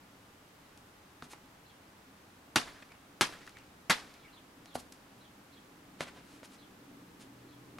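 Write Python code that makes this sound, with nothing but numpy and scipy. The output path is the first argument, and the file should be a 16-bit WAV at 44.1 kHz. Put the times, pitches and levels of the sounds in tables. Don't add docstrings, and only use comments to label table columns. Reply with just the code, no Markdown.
import sys
import numpy as np
from scipy import signal
from scipy.fft import rfft, irfft
from scipy.io import wavfile
from scipy.ndimage import uniform_filter1d

SR = 44100
rng = np.random.default_rng(int(sys.argv[2]) if len(sys.argv) > 2 else 0)


def pcm_store(signal):
    levels = np.round(np.clip(np.atleast_2d(signal), -1, 1) * 32767)
    wavfile.write(sys.argv[1], SR, levels.astype(np.int16).T)


N = 343539


def amp(db):
    return 10 ** (np.asarray(db) / 20)


def evened(x):
    return x / np.sqrt(np.mean(x ** 2) + 1e-20)


def read(points, hz, axis=1):
    columns = np.transpose(points)
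    return np.interp(np.log(hz + 1), np.log(columns[0] + 1), columns[axis])


def add(mix, s, sound):
    part = mix[max(round(s * SR), 0):][:len(sound)]
    part += sound[:len(part)]


def clock(size):
    return np.arange(size) / SR


def colour(x, points, tilt_db_per_oct=0, bells=(), size=4096):
    hz = abs(np.fft.fftfreq(size, 1 / SR))
    db = read(points, hz) + tilt_db_per_oct * np.log2(1 + hz / 500)
    for centre_hz, height_db, sharp in bells:
        db = db + height_db * np.exp(-(sharp * np.log((hz + 1) / centre_hz)) ** 2)
    response = np.exp(signal.hilbert(np.log(amp(db))).conj())
    taps = np.fft.ifft(response).real[:size // 2]
    return signal.oaconvolve(x, taps / np.linalg.norm(taps))[:len(x)]


def grit(size, spread_db):
    strength = amp(spread_db * np.clip(rng.standard_normal(size), -2, 2))
    return evened(rng.standard_normal(size) * strength)


def burst(envelope, spread_db, size=70):
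    x = grit(len(envelope), spread_db)
    for _ in range(2):
        z = rfft(x * envelope)
        z /= np.sqrt(uniform_filter1d(abs(z) ** 2, size) + 1e-12)
        x = irfft(z, len(x)) * envelope / (envelope ** 2 + 1e-3)
    shaped = x * envelope
    return shaped * np.linalg.norm(envelope) / np.linalg.norm(shaped)


def drift(rate_hz):
    lowpass = np.exp(-(np.fft.rfftfreq(N, 1 / SR) / rate_hz) ** 2)
    return evened(irfft(rfft(rng.standard_normal(N)) * lowpass, N))


def wavering_tone(centre_hz, depth, rate_hz):
    return np.sin(2 * np.pi * np.cumsum(centre_hz * (1 + depth * drift(rate_hz))) / SR)


# (frequency [Hz], correlation [-1..1])
LIKENESS = [(60, 1), (290, 0.95), (640, 0.38), (1400, 0.12), (6800, 0.2), (10000, 0.3), (12500, 1)]


def pair(size):
    left, other = rfft(rng.standard_normal((2, size)))
    same = np.clip(read(LIKENESS, np.fft.rfftfreq(size, 1 / SR)), -1, 1)
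    right = same * left + np.sqrt(1 - same ** 2) * other
    return irfft(np.array([left, right]), size)


# (frequency [Hz], relative density [dB])
HUSH_SPECTRUM = [(15, -8), (40, -3), (90, 3.5), (280, 0.5), (450, -1.5), (1200, -1.5), (2200, -7),
                 (4500, -13), (9000, -18), (13000, -21.5), (16000, -26.5)]
HUSH_DB = -59


def hush():
    return np.array([colour(side, HUSH_SPECTRUM) for side in pair(N)]) * amp(HUSH_DB)


# (frequency [Hz], relative density [dB])
RUMBLE_SPECTRUM = [(60, -22), (130, -12), (195, 0), (225, -6.5), (280, 3), (360, -7.5), (480, -12),
                   (1000, -40.5)]
START_M, SPEED_M_PER_S = 197.4, 19.35
RUMBLE_START_DB, HUM_START_DB = -68.5, -71.5
FIRING_HZ = 127
MUFFLED_DB, CLEAR_FROM_S, CLEAR_TAKES_S = -11.5, 6.66, 0.72


def engine(throb_db=1.1):
    t = clock(N)
    nearness = START_M / np.maximum(START_M - SPEED_M_PER_S * t, 10)
    rumble = np.array([colour(side, RUMBLE_SPECTRUM) for side in pair(N)])
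    rumble = rumble * amp(RUMBLE_START_DB + throb_db * drift(rate_hz=8.8))
    muffled = 1 - np.clip((t - CLEAR_FROM_S) / CLEAR_TAKES_S, 0, 1)
    hum = amp(HUM_START_DB + MUFFLED_DB * muffled) * wavering_tone(FIRING_HZ, depth=0.0142, rate_hz=3.84)
    return nearness * (rumble + hum)


def whine(centre_hz=833, level_db=-76):
    return amp(level_db) * wavering_tone(centre_hz, depth=0.0035, rate_hz=16.0)


# (frequency [Hz], relative level [dB])
CRACK_SPECTRUM = [(40, -39), (100, -10.5), (165, 4), (250, -3), (340, 5), (480, -3), (850, 2), (1400, -0.5),
                  (2600, -3), (4500, -6), (7500, -12.5), (11300, -16), (16000, -49)]


def crack_colour(x, tilt_db_per_oct=0, bells=()):
    return colour(x, CRACK_SPECTRUM, tilt_db_per_oct, bells)


# (time [s], level [dB], tilt [dB/octave])
TICKS = [(0.775, -52.5, 6), (3.466, -50, 4), (3.493, -49, 3), (3.585, -52, 3), (4.14, -54, 7),
         (4.658, -46.5, 0.5), (4.923, -44.5, 7)]


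def ticks(t60_s=0.018):
    out, t = np.zeros(N), clock(8192)
    for s, db, tilt in TICKS:
        cracks = burst(amp(-60 * t / t60_s), spread_db=7.0)
        add(out, s, amp(db) * crack_colour(cracks, tilt, bells=[(5500, 4.0, 4)]))
    return out


# (peak time [s], level [dB], length [s], tilt [dB/octave])
SWISHES = [(1.247, -59.5, .028, 2), (1.323, -52.5, 0.034, 2.5), (4.758, -47, 0.019, 5),
           (4.799, -51.5, 0.022, 4.5), (6.024, -43.5, 0.038, -2.5), (6.084, -50, .033, -4),
           (6.179, -56.5, 0.072, -5), (6.335, -62, .14, -.5), (6.452, -54, 0.023, 1.5),
           (6.539, -60.5, .06, 0), (7.22, -57, 0.036, 1.5)]
# (frequency [Hz], relative level [dB])
BRUSH_SPECTRUM = [(150, -9), (600, 2), (1200, 1), (2500, 1.5), (5000, -1), (10500, -6.5), (13000, -17),
                  (16000, -41)]


def swishes(swell_share=.58):
    out = np.zeros(N)
    for s, db, length_s, tilt in SWISHES:
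        rise_s, fall_s = length_s * swell_share, length_s * (1 - swell_share)
        u = np.arange(-2 * rise_s, 2 * fall_s, 1 / SR)
        stroke = np.exp(-(u / np.where(u < 0, rise_s, fall_s)) ** 2)
        brushed = grit(len(u), spread_db=7.5) * stroke
        add(out, s + u[0], amp(db) * colour(brushed, BRUSH_SPECTRUM, tilt))
    return out


# (frequency [Hz], relative level [dB], t60 [s])
TUBE_MODES = [(95, -7.5, 0.136), (154, -8, 0.12), (245, 0.5, 0.15), (507, -1, 0.029), (722, -4, 0.06),
              (1060, -28, 0.071), (1426, -1, 0.045)]


def tube(t):
    return sum(amp(db - 60 * t / t60_s) * np.sin(2 * np.pi * hz * t) for hz, db, t60_s in TUBE_MODES)


# (time [s], pop level [dB], mean pitch [Hz], pop length [s],
# ring level [dB], snap level [dB], snap resonance [Hz])
BUMPS = [(1.2232, -38.5, 1300, 0.0034, -48, -42, 3930), (1.333, -41, 1004, 0.0051, -70, -43.5, 2070),
         (4.7538, -25.5, 714, 0.004, -41.5, -33.5, 1150), (6.0069, -30, 546, 0.0035, -43, -26.5, 2080),
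         (6.431, -44, 600, 0.0031, -54, -47, 2200), (7.785, -45.5, 1110, 0.0038, -60, -42.5, 2300)]


def bumps(snap_t60_s=0.022, sag=0.41):
    out, t = np.zeros(N), clock(8192)
    for s, pop_db, hz, length_s, ring_db, snap_db, snap_hz in BUMPS:
        u = np.minimum(t / length_s, 1)
        cycles = hz * length_s * (u + sag * u * (1 - u))
        pop = np.sqrt(abs(np.sin(np.pi * u))) * np.sin(2 * np.pi * cycles)
        cracks = burst(amp(-60 * t / snap_t60_s), spread_db=1)
        snap = crack_colour(cracks, tilt_db_per_oct=-1.6, bells=[(snap_hz, 6, 5)])
        add(out, s, -amp(pop_db) * pop + amp(ring_db) * tube(t) + amp(snap_db) * snap)
    return out


def clumps(shape, depth_db=2.5):
    patches = uniform_filter1d(rng.standard_normal(shape), size=9, axis=0)
    patches = uniform_filter1d(patches, size=6, axis=1)
    return evened(amp(depth_db * evened(patches)))


def scatter(x, table, onset_s, width, size=5):
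    hop = 64
    stft = dict(fs=SR, nperseg=256, noverlap=192)
    hz, _, z = signal.stft(x, **stft)
    t = np.arange(SR // hop) * hop / SR
    t60_s = read(table, hz, axis=2)[:, None]
    decay = amp(-60 * t / t60_s) ** 2
    paths = decay / decay.sum(1, keepdims=True) * (1 - np.exp(-(t / onset_s) ** 2)) ** 2
    energy = uniform_filter1d(abs(z) ** 2, size, axis=0)
    power = abs(signal.fftconvolve(energy, paths, axes=1))[:, :z.shape[1]]
    noise = signal.stft(rng.standard_normal((2, N)), **stft)[2]
    tail = noise / noise.std() * clumps(power.shape) * np.sqrt(power) * amp(read(table, hz))[:, None]
    mid, side = signal.istft(tail, **stft)[1][:, :N]
    return np.array([mid + width * side, mid - width * side])


# (frequency [Hz], relative level [dB], t60 [s])
NEAR_BANDS = [(100, -25, 0.079), (400, -8.5, 0.22), (1400, -5.5, 0.17), (3980, -5.5, 0.21),
              (11000, -7.5, 0.15)]


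def near_scatter(x, onset_s, width, size=5):
    return scatter(x, NEAR_BANDS, onset_s, width, size)


# (frequency [Hz], relative level [dB], t60 [s])
FIELD_BANDS = [(100, -16, 0.85), (500, -17, 0.98), (1750, -22, 1), (4000, -20.5, 1), (11000, -16, 0.43)]


def field_scatter(x, onset_s, width):
    return scatter(x, FIELD_BANDS, onset_s, width)


def bird(calls, notes, note_s=0.0392, step_s=0.037, fall=0.121, arch=0.067, rough=0.075):
    out, u = np.zeros(N), np.linspace(0, 1, round(note_s * SR))
    swell = np.sin(np.pi * u)
    for s, db in calls:
        for k, (hz, note_db) in enumerate(notes):
            waver = evened(uniform_filter1d(rng.standard_normal(len(u)), size=24))
            pitch_hz = hz * (1 + fall * (.5 - u) + arch * (swell - np.pi / 4) + rough * waver)
            note = swell * np.sin(2 * np.pi * np.cumsum(pitch_hz) / SR)
            add(out, s + k * step_s, amp(db + note_db) * note)
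    return out


# (time [s], level [dB])
HIGH_CALLS = [(1.65, -66), (4.18, -68), (4.322, -61.5), (4.665, -63.5), (5.2, -64.5), (5.52, -63),
              (6.578, -64), (7.479, -68)]
# (pitch [Hz], level re call [dB])
HIGH_NOTES = [(3990, 1.5), (3310, 2.5)]


def high_bird():
    return bird(HIGH_CALLS, HIGH_NOTES)


def slap(db, contact_s, crack_db, thump_db, tilt, dip_hz, dip_db, air_hz, air_db, release_t60_s=0.085):
    t = clock(8192)
    press = amp(-60 * np.maximum(t - contact_s, 0) / release_t60_s)
    first = 1 + (amp(crack_db) - 1) * np.exp(-t / 0.0021)
    bells = [(dip_hz, -dip_db, 3), (air_hz, air_db, 8)]
    cracks = crack_colour(burst(press * first, spread_db=4.0, size=260), tilt, bells)
    return amp(db) * cracks + amp(thump_db) * tube(t)


# (time [s], level [dB], lay-down time [s], first crack [dB], thump level [dB],
# tilt [dB/octave], ground dip [Hz], dip depth [dB], trapped-air resonance [Hz], its height [dB],
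# extra level thrown to far surfaces [dB])
SMACKS = [(2.5587, -21, 0.0021, 6.5, -35, 0.5, 560, 2, 1390, 4, 0),
          (3.2100, -22, 0.0074, 4.5, -37, 0.5, 630, 3.5, 1370, 2.5, 1),
          (3.8974, -20.5, 0.0094, -4, -35, -0.1, 370, 14, 1910, 5, -9)]


def smacks():
    direct, returns = np.zeros(N), np.zeros((2, N))
    for s, *blow, thrown_db in SMACKS:
        sound = slap(*blow)
        add(direct, s, sound)
        throw_back(returns, s, sound, thrown_db)
    return direct, returns


def tarpaulin(db=-49, settle_s=0.091, per_s=400):
    out, t = np.zeros(N), clock(20000)
    settling = np.exp(-t / settle_s)
    for s, *_ in SMACKS:
        strength = amp(2.4 * np.minimum(rng.exponential(1, len(t)), 3))
        sign = rng.choice([-1, 1], len(t))
        happens = rng.random(len(t)) < per_s / SR * np.sqrt(settling)
        crinkles = settling * strength * sign * happens
        add(out, s, amp(db) * np.sqrt(SR / per_s) * crack_colour(crinkles))
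    return out


# (delay [s], relative level [dB], smear [s])
REFLECTORS = [(.113, -22.5, 0.03), (.197, -29.5, 0.038), (.265, -28, .001), (.359, -31.5, .0015)]
# (frequency [Hz], relative level [dB])
ECHO_SPECTRUM = [(200, -1), (800, -5), (1750, 3.5), (2800, -5.5), (4200, -10), (7000, -17), (14000, -30)]


def throw_back(returns, s, sound, thrown_db):
    t = clock(6000)
    crack = sound[:len(t)] * np.exp(-t / 0.012)
    for delay_s, db, smear_s in REFLECTORS:
        spread = np.exp(-2 * t / smear_s)
        outline = np.sqrt(abs(signal.fftconvolve(crack ** 2, spread / spread.sum())))
        for side in returns:
            echo = colour(outline * rng.standard_normal(len(outline)), ECHO_SPECTRUM)
            add(side, s + delay_s, amp(db + thrown_db) * echo)


# (time [s], level [dB])
LOW_CALLS = [(2.897, -62), (3.545, -58.5), (4.237, -58.5)]
# (pitch [Hz], level re call [dB])
LOW_NOTES = [(2230, 1.5), (2760, -4.5)]


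def low_bird():
    return bird(LOW_CALLS, LOW_NOTES)


def scene(bass_hz=65):
    background = hush() + engine() + whine()
    hits, returns = smacks()
    handling = ticks() + swishes() + bumps()
    highpass = signal.butter(2, bass_hz, "high", fs=SR, output="sos")
    noodle = signal.sosfilt(highpass, hits + handling + tarpaulin())
    direct = noodle * amp([[.2], [-.2]])
    near = near_scatter(noodle, onset_s=0.0045, width=0.62)
    field = field_scatter(noodle, onset_s=0.021, width=0.31)
    echoes = 0.81 * returns + 0.46 * returns[::-1]
    calls = high_bird() + low_bird()
    far_birds = calls + amp(4) * near_scatter(calls, onset_s=0.01, width=0.98, size=1)
    return direct + near + field + echoes + far_birds + background


def record(dry, edge_hz=15900):
    taps = signal.firwin(511, edge_hz, window=("kaiser", 9), fs=SR)
    return signal.oaconvolve(dry, taps[None], "same")


dry = scene()
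out = record(dry)
pcm_store(out)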